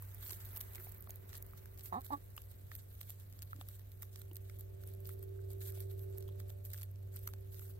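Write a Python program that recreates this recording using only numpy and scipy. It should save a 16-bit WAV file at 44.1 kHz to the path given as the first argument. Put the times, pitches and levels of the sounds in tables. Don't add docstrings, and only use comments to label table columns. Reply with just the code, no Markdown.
import sys
import numpy as np
from scipy import signal
from scipy.fft import rfft, irfft, next_fast_len
from scipy.io import wavfile
from scipy.ndimage import uniform_filter1d, map_coordinates

SR = 44100
rng = np.random.default_rng(int(sys.argv[2]) if len(sys.argv) > 2 else 0)


def wav_out(sig):
    wavfile.write(sys.argv[1], SR, np.round(np.clip(np.atleast_2d(sig).T, -1, 1) * 32767).astype(np.int16))


def voltage_ratio(decibels):
    exponent = np.asarray(decibels, float) / 20
    return 10 ** exponent


N = 343715
HISS_HZ, TOP_HZ = 15850, 16600


def unit(x):
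    return x / np.sqrt(np.mean(x ** 2) + 1e-20)


def along(points, hz):
    f, v = np.transpose(points)
    return np.interp(np.log(hz + 1), np.log(f + 1), v)


def curves(rows, t):
    s, *cols = np.transpose(rows)
    return [np.interp(t, s, c) for c in cols]


def wobble(rate):
    knots = rng.standard_normal(int(N * rate / SR) + 4)
    return map_coordinates(knots, [np.arange(N) * rate / SR])


def filtered(x, response):
    m = next_fast_len(x.shape[-1] + 8192)
    return irfft(rfft(x, m) * response(np.fft.rfftfreq(m, 1 / SR)), m)[..., :x.shape[-1]]


def tinted(x, points):
    def response(hz):
        gain = voltage_ratio(along(points, hz))
        return gain / np.sqrt(np.mean(gain ** 2))
    return filtered(x, response)


def sides(balance_db, lead):
    ratio = voltage_ratio(balance_db) * np.exp(1j * lead)
    return np.array([2 * ratio, 2 + 0 * ratio]) / (1 + ratio)


def add(track, s, sound):
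    part = track[:, round(s * SR):][:, :sound.shape[1]]
    part += sound[:, :part.shape[1]]


# f/Hz, width/Hz, level/dB
THROAT_RINGS = [(779, 85, 10), (1120, 105, 4.5), (1366, 87, -11.5), (1770, 240, -19), (3750, 150, -25.5),
                (4300, 400, -36)]
CLOSED_SHIFT, OPENING_S = 0.93, 0.016


def throat(f, shape):
    total = 0
    for k, (c, width, db) in enumerate(shape):
        push = (-1) ** k * voltage_ratio(db) * 1j * f * width * c * c
        total = total + push / (c * c - f * f + 1j * f * width) / (c * c + f * f)
    return total


def voice_box(f):
    closed = [(c * (CLOSED_SHIFT if k == 1 else 1), w, db) for k, (c, w, db) in enumerate(THROAT_RINGS)]
    steep = (f / 620) ** 2 / (1 + (f / 620) ** 4) ** .5
    return np.array([throat(f, closed), throat(f, THROAT_RINGS)]) * steep


def air_sac(f):
    return 1 / np.sqrt(1 + ((f - 300) / 60) ** 2)


# t/s, pulse rate f/Hz, effort level/dB
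CLUCK_PATHS = [
    [(1.9205, 193.5, -47), (1.9245, 192, -37.5), (1.94, 175.8, -38.5), (1.955, 188, -39),
     (1.967, 225.4, -41), (1.983, 261, -43), (1.995, 271, -57), (2.006, 264, -66)],
    [(2.102, 248, -58), (2.105, 244, -44), (2.115, 247, -46), (2.12, 293, -42.5), (2.126, 293, -38.5),
     (2.135, 282, -36), (2.152, 285.5, -48), (2.161, 288, -68), (2.178, 285, -66)],
]
# f/Hz, level/dB
HEN_SIDE_LEVEL = [(150, -1), (300, -3.5), (600, -6), (1000, -4), (1500, -3), (2500, -16)]
# f/Hz, phase/rad
HEN_SIDE_PHASE = [(150, 0), (300, -.3), (500, -1.4), (800, -1.8), (1200, -2.4), (1800, -2.7)]
TIGHT_HZ, SLACK_PER_HZ = 270, 0.0033
ONSET_ROUGH, SETTLE_S = .45, .013
CHEST_DB, CHEST_LATE_DB, CHEST_RISE_S, CHEST_HOLDS = -5, 9, 0.047, 0.34


def clucks():
    pulses, chest, shut = np.zeros((3, N))
    for rows in CLUCK_PATHS:
        at = np.arange(round(rows[0][0] * SR), round(rows[-1][0] * SR))
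        hz, effort_db = curves(rows, at / SR)
        age = (at - at[0]) / SR
        slack = SLACK_PER_HZ * np.clip(TIGHT_HZ - hz, 0, None)
        rough = np.maximum(slack, ONSET_ROUGH * np.exp(-(age / SETTLE_S) ** 2)) + .03
        shut[at - 40] = np.exp(-age / OPENING_S)
        cycles = np.cumsum(hz) / SR + .2
        beats = np.flatnonzero(np.diff(np.floor(cycles)))
        chance = rng.standard_normal((40, 2))[:len(beats)] * rough[beats, None]
        late = (chance[:, 0] * 55).astype(int)
        pulses[at[beats] + late] = -voltage_ratio(effort_db[beats] + 36 + 3 * chance[:, 1])
        breath = rough * rng.standard_normal(len(at)) * np.exp(-3 * (cycles % 1))
        pulses[at] += voltage_ratio(effort_db + 22) * breath
        chest_db = CHEST_DB - CHEST_LATE_DB * np.exp(-age / CHEST_RISE_S)
        chest_db = chest_db + CHEST_HOLDS * (effort_db.max() - effort_db)
        low = air_sac(hz) * np.sin(2 * np.pi * cycles + 5.9)
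        low = low + 0.5 * air_sac(2 * hz) * np.sin(4 * np.pi * cycles + 0.65)
        chest[at] = voltage_ratio(effort_db + chest_db + 5.0) * low
    voice = -filtered(pulses * [shut, 1 - shut], voice_box).sum(0) - chest
    voice = voice + voltage_ratio(-15) * np.roll(voice, 420) + voltage_ratio(-22) * np.roll(voice, 900)
    return filtered(voice, lambda hz: sides(along(HEN_SIDE_LEVEL, hz), along(HEN_SIDE_PHASE, hz)))


# t/s, peak level/dB, f/Hz, length/s
MURMUR_NOTES = [
    (0.321, -56, 378, 0.01),
    (0.779, -56.5, 365, 0.029),
    (3.55, -59, 275, 0.016),
    (3.585, -56.5, 292, 0.017),
    (4.314, -50, 338, 0.008),
]


def murmurs():
    out = np.zeros((2, N))
    for s, db, hz, length in MURMUR_NOTES:
        u = np.arange(round(2 * length * SR)) / SR / length
        note = u * np.exp(1 - 3 * u) * 3 * np.exp(2j * np.pi * hz * length * u)
        add(out, s, voltage_ratio(db) * (sides(-1, -0.38)[:, None] * note).imag)
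    return out


# t/s, peak level/dB, soil f/Hz
PECKS_ON_SOIL = [(0.805, -62, 1450), (0.869, -58, 736), (1.094, -59, 654), (1.534, -59, 1220),
                 (4.03, -59.5, 1200), (4.836, -66, 1460), (5.092, -58, 1310), (5.104, -66, 1910),
                 (5.391, -67, 1510), (5.73, -70, 1350), (5.775, -62, 620), (6.155, -70, 796),
                 (6.778, -67, 1320), (6.401, -66, 1270), (6.503, -68, 660), (7.288, -58.5, 1270),
                 (7.595, -66, 1440), (7.618, -67, 1240)]
# t/s, peak level/dB, soil f/Hz, stalk f/Hz
PECKS_ON_STALKS = [(0.227, -66, 1210, 1690), (0.295, -62, 770, 3660), (0.31, -59, 1120, 3630),
                   (0.566, -60, 856, 2970), (0.607, -64.5, 1100, 3060), (0.756, -69, 673, 2200),
                   (0.7803, -61, 1460, 2070), (1.072, -62, 690, 1140), (1.329, -62, 1230, 1870),
                   (1.346, -62, 1300, 1770), (1.657, -66, 1420, 1620), (2.378, -51.5, 1170, 2870),
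                   (2.716, -54.5, 1290, 1810), (3.012, -66, 1120, 2100), (3.095, -66, 710, 4700),
                   (3.6117, -57.5, 750, 3520), (3.688, -71, 1260, 3750), (4.021, -69, 1270, 2020),
                   (4.156, -71, 1120, 3580), (4.215, -68, 1410, 3970), (4.313, -66.5, 915, 2920),
                   (4.497, -64.5, 1420, 2100), (5.504, -70, 695, 4700), (6.288, -66, 1010, 3220),
                   (6.744, -64, 1620, 1720), (7.162, -70, 1290, 1960), (7.275, -51.5, 1290, 5960),
                   (7.336, -65, 805, 1580)]
STALK_DB, LITTER_DB, LITTER_HZ = 4, -9.5, 2100


def pecks():
    out, t = np.zeros((2, N)), np.arange(600) / SR

    def ring(hz):
        fade = voltage_ratio(-60 * t / (.006 + 6 / hz))
        return fade * np.exp(2j * np.pi * hz * t) * (1 - np.exp(-(t / .0007) ** 2))

    knocks = [(*row, STALK_DB) for row in PECKS_ON_STALKS]
    for s, db, hz in PECKS_ON_SOIL:
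        knocks.append((s, db, hz, LITTER_HZ * np.exp(0.071 * rng.standard_normal()), LITTER_DB))
    for s, db, soil_hz, stalk_hz, stalk_db in knocks:
        place = sides(rng.normal(-1.4, 0.91), rng.choice([-1, 1]) * 1.4)[:, None]
        rings = (place * (ring(soil_hz) + voltage_ratio(stalk_db) * ring(stalk_hz))).imag
        grit = uniform_filter1d(rng.standard_normal((2, len(t))), size=4)
        tick = 0.29 * t / 0.00074 * voltage_ratio(-60 * t / 0.011) * grit
        add(out, s, voltage_ratio(db + 13.0) * (rings + voltage_ratio(stalk_db) * tick))
    return out


# t/s, thin crack level/dB, broad crack level/dB
CRACKS_RIGHT = [(0.1469, -42, -67), (0.1498, -48, -71), (0.2275, -41, -61), (0.3224, -35, -56),
                (0.3321, -43, -38), (0.4506, -41.5, -61), (0.4557, -42.0, -66), (0.5723, -32.5, -45),
                (0.5778, -36, -70.0), (0.8012, -51, -66), (0.8093, -47, -56), (0.856, -49, -63),
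                (0.9221, -41, -63.0), (0.9474, -44, -65), (0.9824, -47, -74), (1.0079, -44, -65),
                (1.0248, -40.5, -65), (1.0429, -49, -67.0), (1.1005, -55, -67), (1.1067, -34.5, -64),
                (1.1587, -41, -61), (1.3318, -52, -44), (1.3396, -58, -47), (1.51, -50, -64),
                (1.9478, -53, -64), (2.0096, -44, -55), (2.0172, -46, -50), (2.0473, -43, -54),
                (2.0659, -45.0, -46), (2.4385, -62, -58), (2.7165, -56, -49), (2.7634, -44.0, -63),
                (3.0081, -52, -52), (3.0138, -39, -41), (3.0311, -54, -45.5), (3.437, -57, -69.0),
                (3.7954, -52, -50.5), (3.9185, -48.5, -56), (4.1597, -46, -41), (4.1923, -49, -63),
                (4.218, -47, -47), (4.3142, -65, -61), (4.8372, -52, -52.5), (4.938, -47, -58),
                (5.2937, -59, -77), (5.6067, -53, -56), (5.688, -52, -56), (5.8051, -36.5, -46),
                (6.1834, -36, -62), (6.3983, -48, -65.0), (6.9143, -54.0, -70.0), (6.9592, -66, -53.5),
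                (7.1917, -46, -69.0), (7.2331, -48, -65), (7.2392, -47, -64.0), (7.5949, -42, -47)]
CRACKS_LEFTISH = [(0.0243, -38.5, -65), (0.2636, -50, -44.0), (0.2955, -46, -36.5), (0.3075, -38.0, -32),
                  (0.3486, -53.0, -54), (0.4056, -47, -49), (0.4898, -48, -55), (0.7498, -44, -43.5),
                  (0.8427, -45.0, -59.0), (0.8473, -43, -51), (0.8513, -54, -61), (1.095, -40.0, -62),
                  (1.3552, -39, -56), (1.3762, -39, -57.0), (1.381, -41, -59), (1.4258, -35.5, -51),
                  (1.4654, -47, -68.0), (1.658, -48, -51), (1.8584, -38, -44), (1.9322, -55, -53),
                  (2.4193, -42, -53), (2.803, -56, -57), (3.011, -42, -50), (3.1044, -36, -42),
                  (3.5632, -57.0, -50.5), (3.6124, -61, -43), (3.6875, -37.5, -45.5), (4.0305, -36.5, -41),
                  (4.348, -45, -67), (4.3574, -41, -45), (4.4983, -50, -45.5), (4.6094, -39.5, -72),
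                  (5.0052, -51, -74.0), (5.0658, -53, -56), (5.0917, -41, -44.5), (5.1355, -57, -61.0),
                  (5.2289, -42.5, -55), (5.2397, -50, -65), (5.5329, -45, -64), (5.8118, -51, -56),
                  (5.9132, -47, -53), (6.1761, -46, -54), (6.289, -54.0, -67), (6.4022, -46.5, -44.5),
                  (6.4834, -54, -70), (6.5026, -52, -47), (6.7034, -42, -52), (6.7786, -52, -44),
                  (6.8132, -44.0, -47), (6.8323, -35, -43), (7.1637, -36, -51), (7.2729, -42, -47),
                  (7.2758, -30.5, -40), (7.337, -47, -43), (7.5453, -48, -50), (7.7384, -61, -64)]
CRACKS_MIDDLE = [(0.312, -36, -40), (0.5623, -34, -49), (0.566, -40, -45), (0.6071, -32, -50),
                 (0.6113, -29.5, -38), (0.7565, -45, -40), (1.2936, -55.0, -49), (1.3685, -41.0, -56),
                 (1.7765, -49, -52), (1.78, -53, -56), (1.7875, -46, -59), (1.7945, -45, -45),
                 (1.7993, -56, -56), (1.8095, -50, -45), (1.8622, -44.0, -45), (2.1251, -50, -50),
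                 (2.3659, -37.5, -64), (2.378, -45, -51), (2.753, -36, -43.5), (3.097, -38, -58),
                 (3.3361, -54, -58), (3.3915, -51, -46), (3.4218, -42, -40.5), (3.4283, -37.0, -45),
                 (3.4333, -48, -51.0), (4.0232, -35.5, -49), (4.3336, -45, -72), (4.368, -37, -43.5),
                 (4.5886, -45, -66), (4.5946, -42, -63), (4.5988, -46.0, -64), (4.8748, -41, -60),
                 (4.9498, -52.0, -60), (5.0485, -49.0, -63), (5.0558, -57, -44.5), (5.0731, -38.5, -59),
                 (5.1935, -51, -68.0), (5.5049, -47, -53), (5.6817, -45.0, -47), (5.7041, -41, -57.0),
                 (5.7224, -44, -52), (6.1861, -52, -65), (6.2072, -48, -52), (6.226, -49, -49.5),
                 (6.2786, -53, -57.0), (6.2828, -51, -53), (6.6522, -39, -49), (6.6581, -41, -51),
                 (6.7346, -35, -41), (6.7377, -38, -42.5), (6.7858, -47, -48), (6.8197, -47, -41),
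                 (6.8372, -49, -54), (7.1605, -39.5, -57), (7.1701, -54.0, -43), (7.1765, -51.0, -55.0)]
CRACKS_FURTHER = [(0.3688, -48, -66), (0.9176, -51, -60), (1.5748, -49, -63), (1.8362, -45, -62),
                  (2.1333, -55, -44), (3.3264, -51, -50.5), (5.6744, -51, -50), (5.9944, -49, -52),
                  (6.7163, -49, -53), (6.7445, -44, -46), (7.2893, -50, -53)]
# f/Hz, level/dB per Hz
THIN_STRAW = [(5000, -19), (8000, -10.5), (10500, -6.5), (12300, 6), (14000, 4.5), (16000, -3)]
# f/Hz, level/dB per Hz
THICK_CRACK = [(900, -12), (1600, -8), (3000, -7), (4500, -3.5), (6500, -7.5), (8500, -1), (10000, -10.5),
               (13000, -23)]
RIGHT_DB, LEFTISH_DB, MIDDLE_DB = -4.5, 2, 1
CRACK_S, SKIRT_S, SKIRT_DB = 0.00054, 0.027, -13
SHARED = 0.75


def snaps():
    fine, coarse, t = np.zeros((2, N)), np.zeros((2, N)), np.arange(-300, 500) / SR
    burst = np.exp(-(t / CRACK_S) ** 2) + voltage_ratio(SKIRT_DB - 60 * abs(t) / SKIRT_S)
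    places = ((CRACKS_RIGHT, RIGHT_DB), (CRACKS_LEFTISH, LEFTISH_DB), (CRACKS_MIDDLE, MIDDLE_DB),
              (CRACKS_FURTHER, LEFTISH_DB))
    for rows, lr_db in places:
        pan = voltage_ratio([[lr_db / 2], [-lr_db / 2]])
        for s, thin_db, broad_db in rows:
            noise = rng.standard_normal((2, 3, len(t)))
            noise = noise[:, :2] + SHARED * noise[:, 2:] * [[[1], [1]], [[1], [-1]]]
            noise = noise * burst
            noise = noise / np.linalg.norm(noise, axis=2, keepdims=True) * np.linalg.norm(burst) * pan
            add(fine, s + t[0], voltage_ratio(thin_db - 4.0) * noise[0])
            add(coarse, s + t[0], voltage_ratio(broad_db - 7.0) * noise[1])
    return tinted(fine, THIN_STRAW) + tinted(coarse, THICK_CRACK)


# t/s, peak level/dB, f/Hz
TWIG_TICKS = [(0.024, -63, 1100), (0.264, -47, 4000), (0.799, -59, 1700), (1.1067, -39, 6700),
              (2.066, -55, 7740), (3.532, -66.5, 1290), (3.6128, -58, 1210), (3.796, -69, 1900),
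              (3.919, -63, 3800), (5.606, -54, 7600), (5.68, -45, 8000), (6.279, -60, 3300),
              (6.298, -63, 3400), (6.503, -55, 3570), (6.762, -61, 3200), (6.833, -52, 3600),
              (6.833, -64, 2000), (7.275, -58, 2900), (7.545, -63, 3900)]
TWIG_CYCLES = 12


def twigs():
    out, t = np.zeros((2, N)), np.arange(400) / SR
    for s, db, hz in TWIG_TICKS:
        fade = voltage_ratio(db + 12 - 60 * t * hz / TWIG_CYCLES)
        ring = fade * np.exp(2j * np.pi * hz * t) * (1 - np.exp(-t / 0.00034))
        place = sides(rng.normal(-1, 2), rng.normal(0, 1))[:, None]
        add(out, s - .0005, (place * ring).imag)
    return out


# t/s, level/dB
STEADY_SHUFFLE = [(0, -62), (.45, -57.5), (1.0, -64), (1.25, -68), (2.3, -66), (3.3, -67), (4, -68),
                  (5.3, -71), (6.1, -68), (6.95, -72.5), (7.4, -68.5), (7.79, -69.5)]
# t/s, length/s, level/dB, coarse straw level/dB
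FOOT_DRAGS = [(0.224, 0.12, -50, -12.5), (0.524, 0.11, -56, -29), (0.737, 0.024, -54, -15),
              (0.795, 0.099, -57, -19), (1.341, 0.029, -60, -3), (1.78, 0.039, -67, -11),
              (1.842, 0.036, -51.5, -17), (2.054, 0.011, -54.5, -9), (2.718, 0.077, -60, -7.5),
              (2.907, .17, -64, -14), (3.672, 0.089, -61, -11), (4.132, 0.082, -64.5, -6.5),
              (4.45, 0.12, -69.5, -7), (4.807, 0.11, -66.5, -8.5), (5.055, 0.079, -57.5, -14),
              (5.503, 0.036, -61.5, -7.5), (5.618, 0.078, -51, -12), (5.75, 0.077, -56, -10),
              (5.984, 0.057, -62.5, -13), (6.138, 0.074, -67, -8), (6.658, 0.015, -53.5, -20),
              (6.71, 0.055, -60, -8), (6.772, 0.063, -57, -13), (7.129, 0.06, -62, -9.5),
              (7.224, 0.073, -59, -15), (7.526, 0.18, -58, -13.5)]
# t/s, level/dB
BEAK_FLICKS = [(1.1, -56.5), (1.295, -56.5), (1.58, -59), (1.94, -61), (2.131, -55.5), (2.37, -58),
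               (2.516, -60), (3.02, -60), (3.099, -50.5), (3.2, -59.5), (3.51, -61), (3.61, -57),
               (4.031, -55), (4.601, -62), (4.891, -60), (5.229, -60), (5.909, -56), (6.401, -59.5),
               (6.5, -58.5)]
BRUSH_S, RISE_DB_PER_S, FALL_DB_PER_S = 0.0019, 683, 493
BRUSH_COARSE_DB, SHUFFLE_COARSE_DB = -10, -10.5


def stirring():
    t = np.arange(0, N, 32) / SR
    flicks = [(s - BRUSH_S / 2, BRUSH_S, db, BRUSH_COARSE_DB) for s, db in BEAK_FLICKS]
    s, length, db, coarse_db = np.transpose(list(FOOT_DRAGS) + flicks)[..., None]
    before, after = np.maximum(s - t, 0), np.maximum(t - s - length, 0)
    moves = voltage_ratio(db - RISE_DB_PER_S * before - FALL_DB_PER_S * after)
    still = voltage_ratio(curves(STEADY_SHUFFLE, t)[0])
    fine = np.sqrt(still ** 2 + np.sum(moves ** 2, axis=0))
    coarse_moves = np.sum((moves * voltage_ratio(coarse_db)) ** 2, axis=0)
    coarse = np.sqrt((still * voltage_ratio(SHUFFLE_COARSE_DB)) ** 2 + coarse_moves)
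    return [np.interp(np.arange(N) / SR, t, level) for level in (fine, coarse)]


def patchy(patchy_db):
    z = signal.stft(rng.standard_normal((2, 3, N)), nperseg=256)[2]
    field = uniform_filter1d(rng.standard_normal(z.shape[2:]), size=9, axis=0)
    field = uniform_filter1d(field, size=10, axis=1)
    noise = signal.istft(z * voltage_ratio(patchy_db * unit(field)), nperseg=256)[1][..., :N]
    return unit(noise[:, :2] + .5 * noise[:, 2:] * [[[0], [0]], [[1], [-1]]])


def clumps():
    happens = rng.random(N) < 350 * voltage_ratio(3 * wobble(30)) / SR
    cracks = happens * voltage_ratio(0.76 * rng.exponential(size=N) - 3.5)
    rough = voltage_ratio(1.3 * wobble(70)) * (.58 + np.convolve(cracks, np.hanning(60), "same"))
    return rough / np.sqrt(abs(uniform_filter1d(rough ** 2, size=3500)))


# f/Hz, level/dB per Hz
THICK_STRAW = [(700, -21), (1500, 0.5), (2500, -7), (3800, 0), (5500, -6.5), (8000, -1), (10000, -2.5),
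               (13000, -38)]


def rustle():
    fine_gain, coarse_gain = stirring()
    fine, coarse = patchy(patchy_db=2.1)
    shared = clumps()
    thin = fine_gain * shared * fine
    thick = voltage_ratio(2.0) * coarse_gain * shared ** 0.43 * clumps() ** 0.83 * coarse
    return tinted(thin, THIN_STRAW) + tinted(thick, THICK_STRAW)


# t/s, level/dB
BREEZE_LEVEL = [
    (0.0, -66.5),
    (0.48, -64),
    (2.91, -75.5),
    (5.8, -79),
    (6.51, -83.5),
    (7.79, -80),
]
# f/Hz, level/dB per Hz
GRASS_HISS = [(400, 1.5), (800, 0.5), (2000, 0.5), (3000, -10), (6000, -25.5), (10000, -19), (13000, -2),
              (16000, 3.5)]


def breeze():
    level_db, = curves(BREEZE_LEVEL, np.arange(N) / SR)
    gusts_db = .8 * wobble(3.3) + 1.3 * wobble(30)
    return voltage_ratio(level_db + 5.5 + gusts_db) * tinted(rng.standard_normal((2, N)), GRASS_HISS)


# t/s, firing tone level/dB, exhaust overtones level/dB
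ENGINE_SWELL = [(0.0, -51, -86), (0.28, -51, -74), (0.93, -55.5, -73.5), (2.0, -55, -71.5),
                (2.43, -55.5, -81), (3.2, -54.5, -80), (3.5, -51, -84), (3.9, -53.5, -81), (4.25, -51, -69),
                (4.79, -49.5, -68), (5.32, -47, -58.5), (5.7, -44.5, -60.5), (6.2, -46, -57),
                (6.55, -48.5, -67.5), (6.94, -47, -76.5), (7.05, -47, -67.5), (7.79, -49, -66)]
# shaft order, level/dB, left over right level/dB, left lead phase/rad
EXHAUST_TONES = [(12, -25, -4, -.5), (14, -24, -5, -1.5), (15, -23, -6, -2), (16, 0, -10, -2.2),
                 (17, -22, -9, -2.1), (18, -18, -5, -2.6), (20, -22, -8, -2.8), (22, -25, -8, -2.6),
                 (24, -17, -8, -2.4), (28, -23, -5, -2.8)]
SHAFT_HZ, PUFF_DB = 24.24, -17


def engine():
    firing_db, exhaust_db = curves(ENGINE_SWELL, np.arange(N) / SR)
    turn = 2 * np.pi * SHAFT_HZ * np.arange(N) / SR + .04 * wobble(1.5)
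    tone = voltage_ratio(firing_db + .6 * wobble(6)) * sides(-1.1, .05)[:, None] * np.exp(4j * turn)
    for order, db, lr_db, lead in EXHAUST_TONES:
        flutter_db = (.8 if db == 0 else 2.6) * wobble(3)
        swell_db = exhaust_db if order < 17.5 else .38 * exhaust_db - 39
        wave = np.exp(1j * (order * turn + .2 * wobble(5)))
        tone = tone + voltage_ratio(db + flutter_db + swell_db) * sides(lr_db, lead)[:, None] * wave
    puff = (wobble(90) + 1j * wobble(90)) * np.exp(16j * turn)
    tone = tone + voltage_ratio(exhaust_db + PUFF_DB) * sides(-7.0, -3.5)[:, None] * puff
    return np.sqrt(2) * tone.real


# f/Hz, level/dB per Hz
FAR_RUMBLE = [(17, -24.5), (50, -1.5), (75, 0.5), (125, -10.5), (220, -21), (600, -28.5), (950, -40),
              (16000, -55)]
# f/Hz, side over mid level/dB
RUMBLE_WIDTH = [(30, -1.5), (60, -7), (110, -12.5), (200, -8.5), (380, 0.5), (700, 3.5), (3000, 4),
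                (15000, -23)]


def distance():
    swell_db = 0.085 * (curves(ENGINE_SWELL, np.arange(N) / SR)[1] + 75)

    def shape(hz):
        return voltage_ratio(along(FAR_RUMBLE, hz)) * np.array([1 + 0 * hz, voltage_ratio(along(RUMBLE_WIDTH, hz))])

    mid, side = filtered(rng.standard_normal((2, N)), shape)
    level = voltage_ratio(-58.5 + swell_db + 0.63 * wobble(2.81))
    return level * np.array([mid + side, mid - side]) / np.std(mid)


def scene():
    steady = filtered(rustle() + breeze() + distance(), lambda hz: hz < HISS_HZ)
    return clucks() + murmurs() + pecks() + snaps() + twigs() + steady + engine()


def in_blocks(hz, t, tall, wide):
    cells = rng.random((len(hz) // tall + 1, len(t) // wide + 1))
    return np.repeat(np.repeat(cells, tall, 0), wide, 1)[:len(hz), :len(t)]


# from t/s, to t/s
DROPOUTS = [(.566, .628), (.98, 1.022), (1.07, 1.122), (1.428, 1.445), (2.348, 2.364), (2.76, 2.785),
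            (4.028, 4.042), (4.345, 4.365), (4.84, 4.862), (5.787, 5.803), (6.183, 6.2), (6.838, 6.852)]


def starve(x):
    hz, t, z = signal.stft(x, SR, nperseg=256)
    when = np.any([(t > a) & (t < b) for a, b in DROPOUTS], axis=0)
    where = ((hz > 2400) & (hz < 10500))[:, None]
    quiet = uniform_filter1d(abs(z).mean(0), size=8, axis=0) < voltage_ratio(-83.5)
    blocks = quiet & when & (in_blocks(hz, t, 8, 2) < .6)
    busy = uniform_filter1d(abs(z[:, hz > 11000]).mean((0, 1)), size=40)
    slits = (in_blocks(hz, t, 2, 9) < .03 * busy / busy.mean()) & (hz < 6800)[:, None]
    return signal.istft(z * ~(where & (blocks | slits)), SR, nperseg=256)[1][:, :N]


def top_cut(x):
    return signal.sosfilt(signal.butter(12, 16820, fs=SR, output="sos"), x)


# f/Hz, left over right level/dB
PORT_COLOUR = [(1800, -0.5), (2700, 1.5), (4300, -2.5), (6300, 1), (9500, 3), (11000, 6), (12500, -6),
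               (16000, -1.5)]


def record(dry):
    def ports(hz):
        edge = np.where(hz < HISS_HZ, 1, voltage_ratio(-20)) * (hz < TOP_HZ)
        return voltage_ratio(np.array([[.5], [-.5]]) * along(PORT_COLOUR, hz)) * edge

    mix = starve(filtered(dry, ports))
    return top_cut(mix)


dry = scene()
out = record(dry)
wav_out(out)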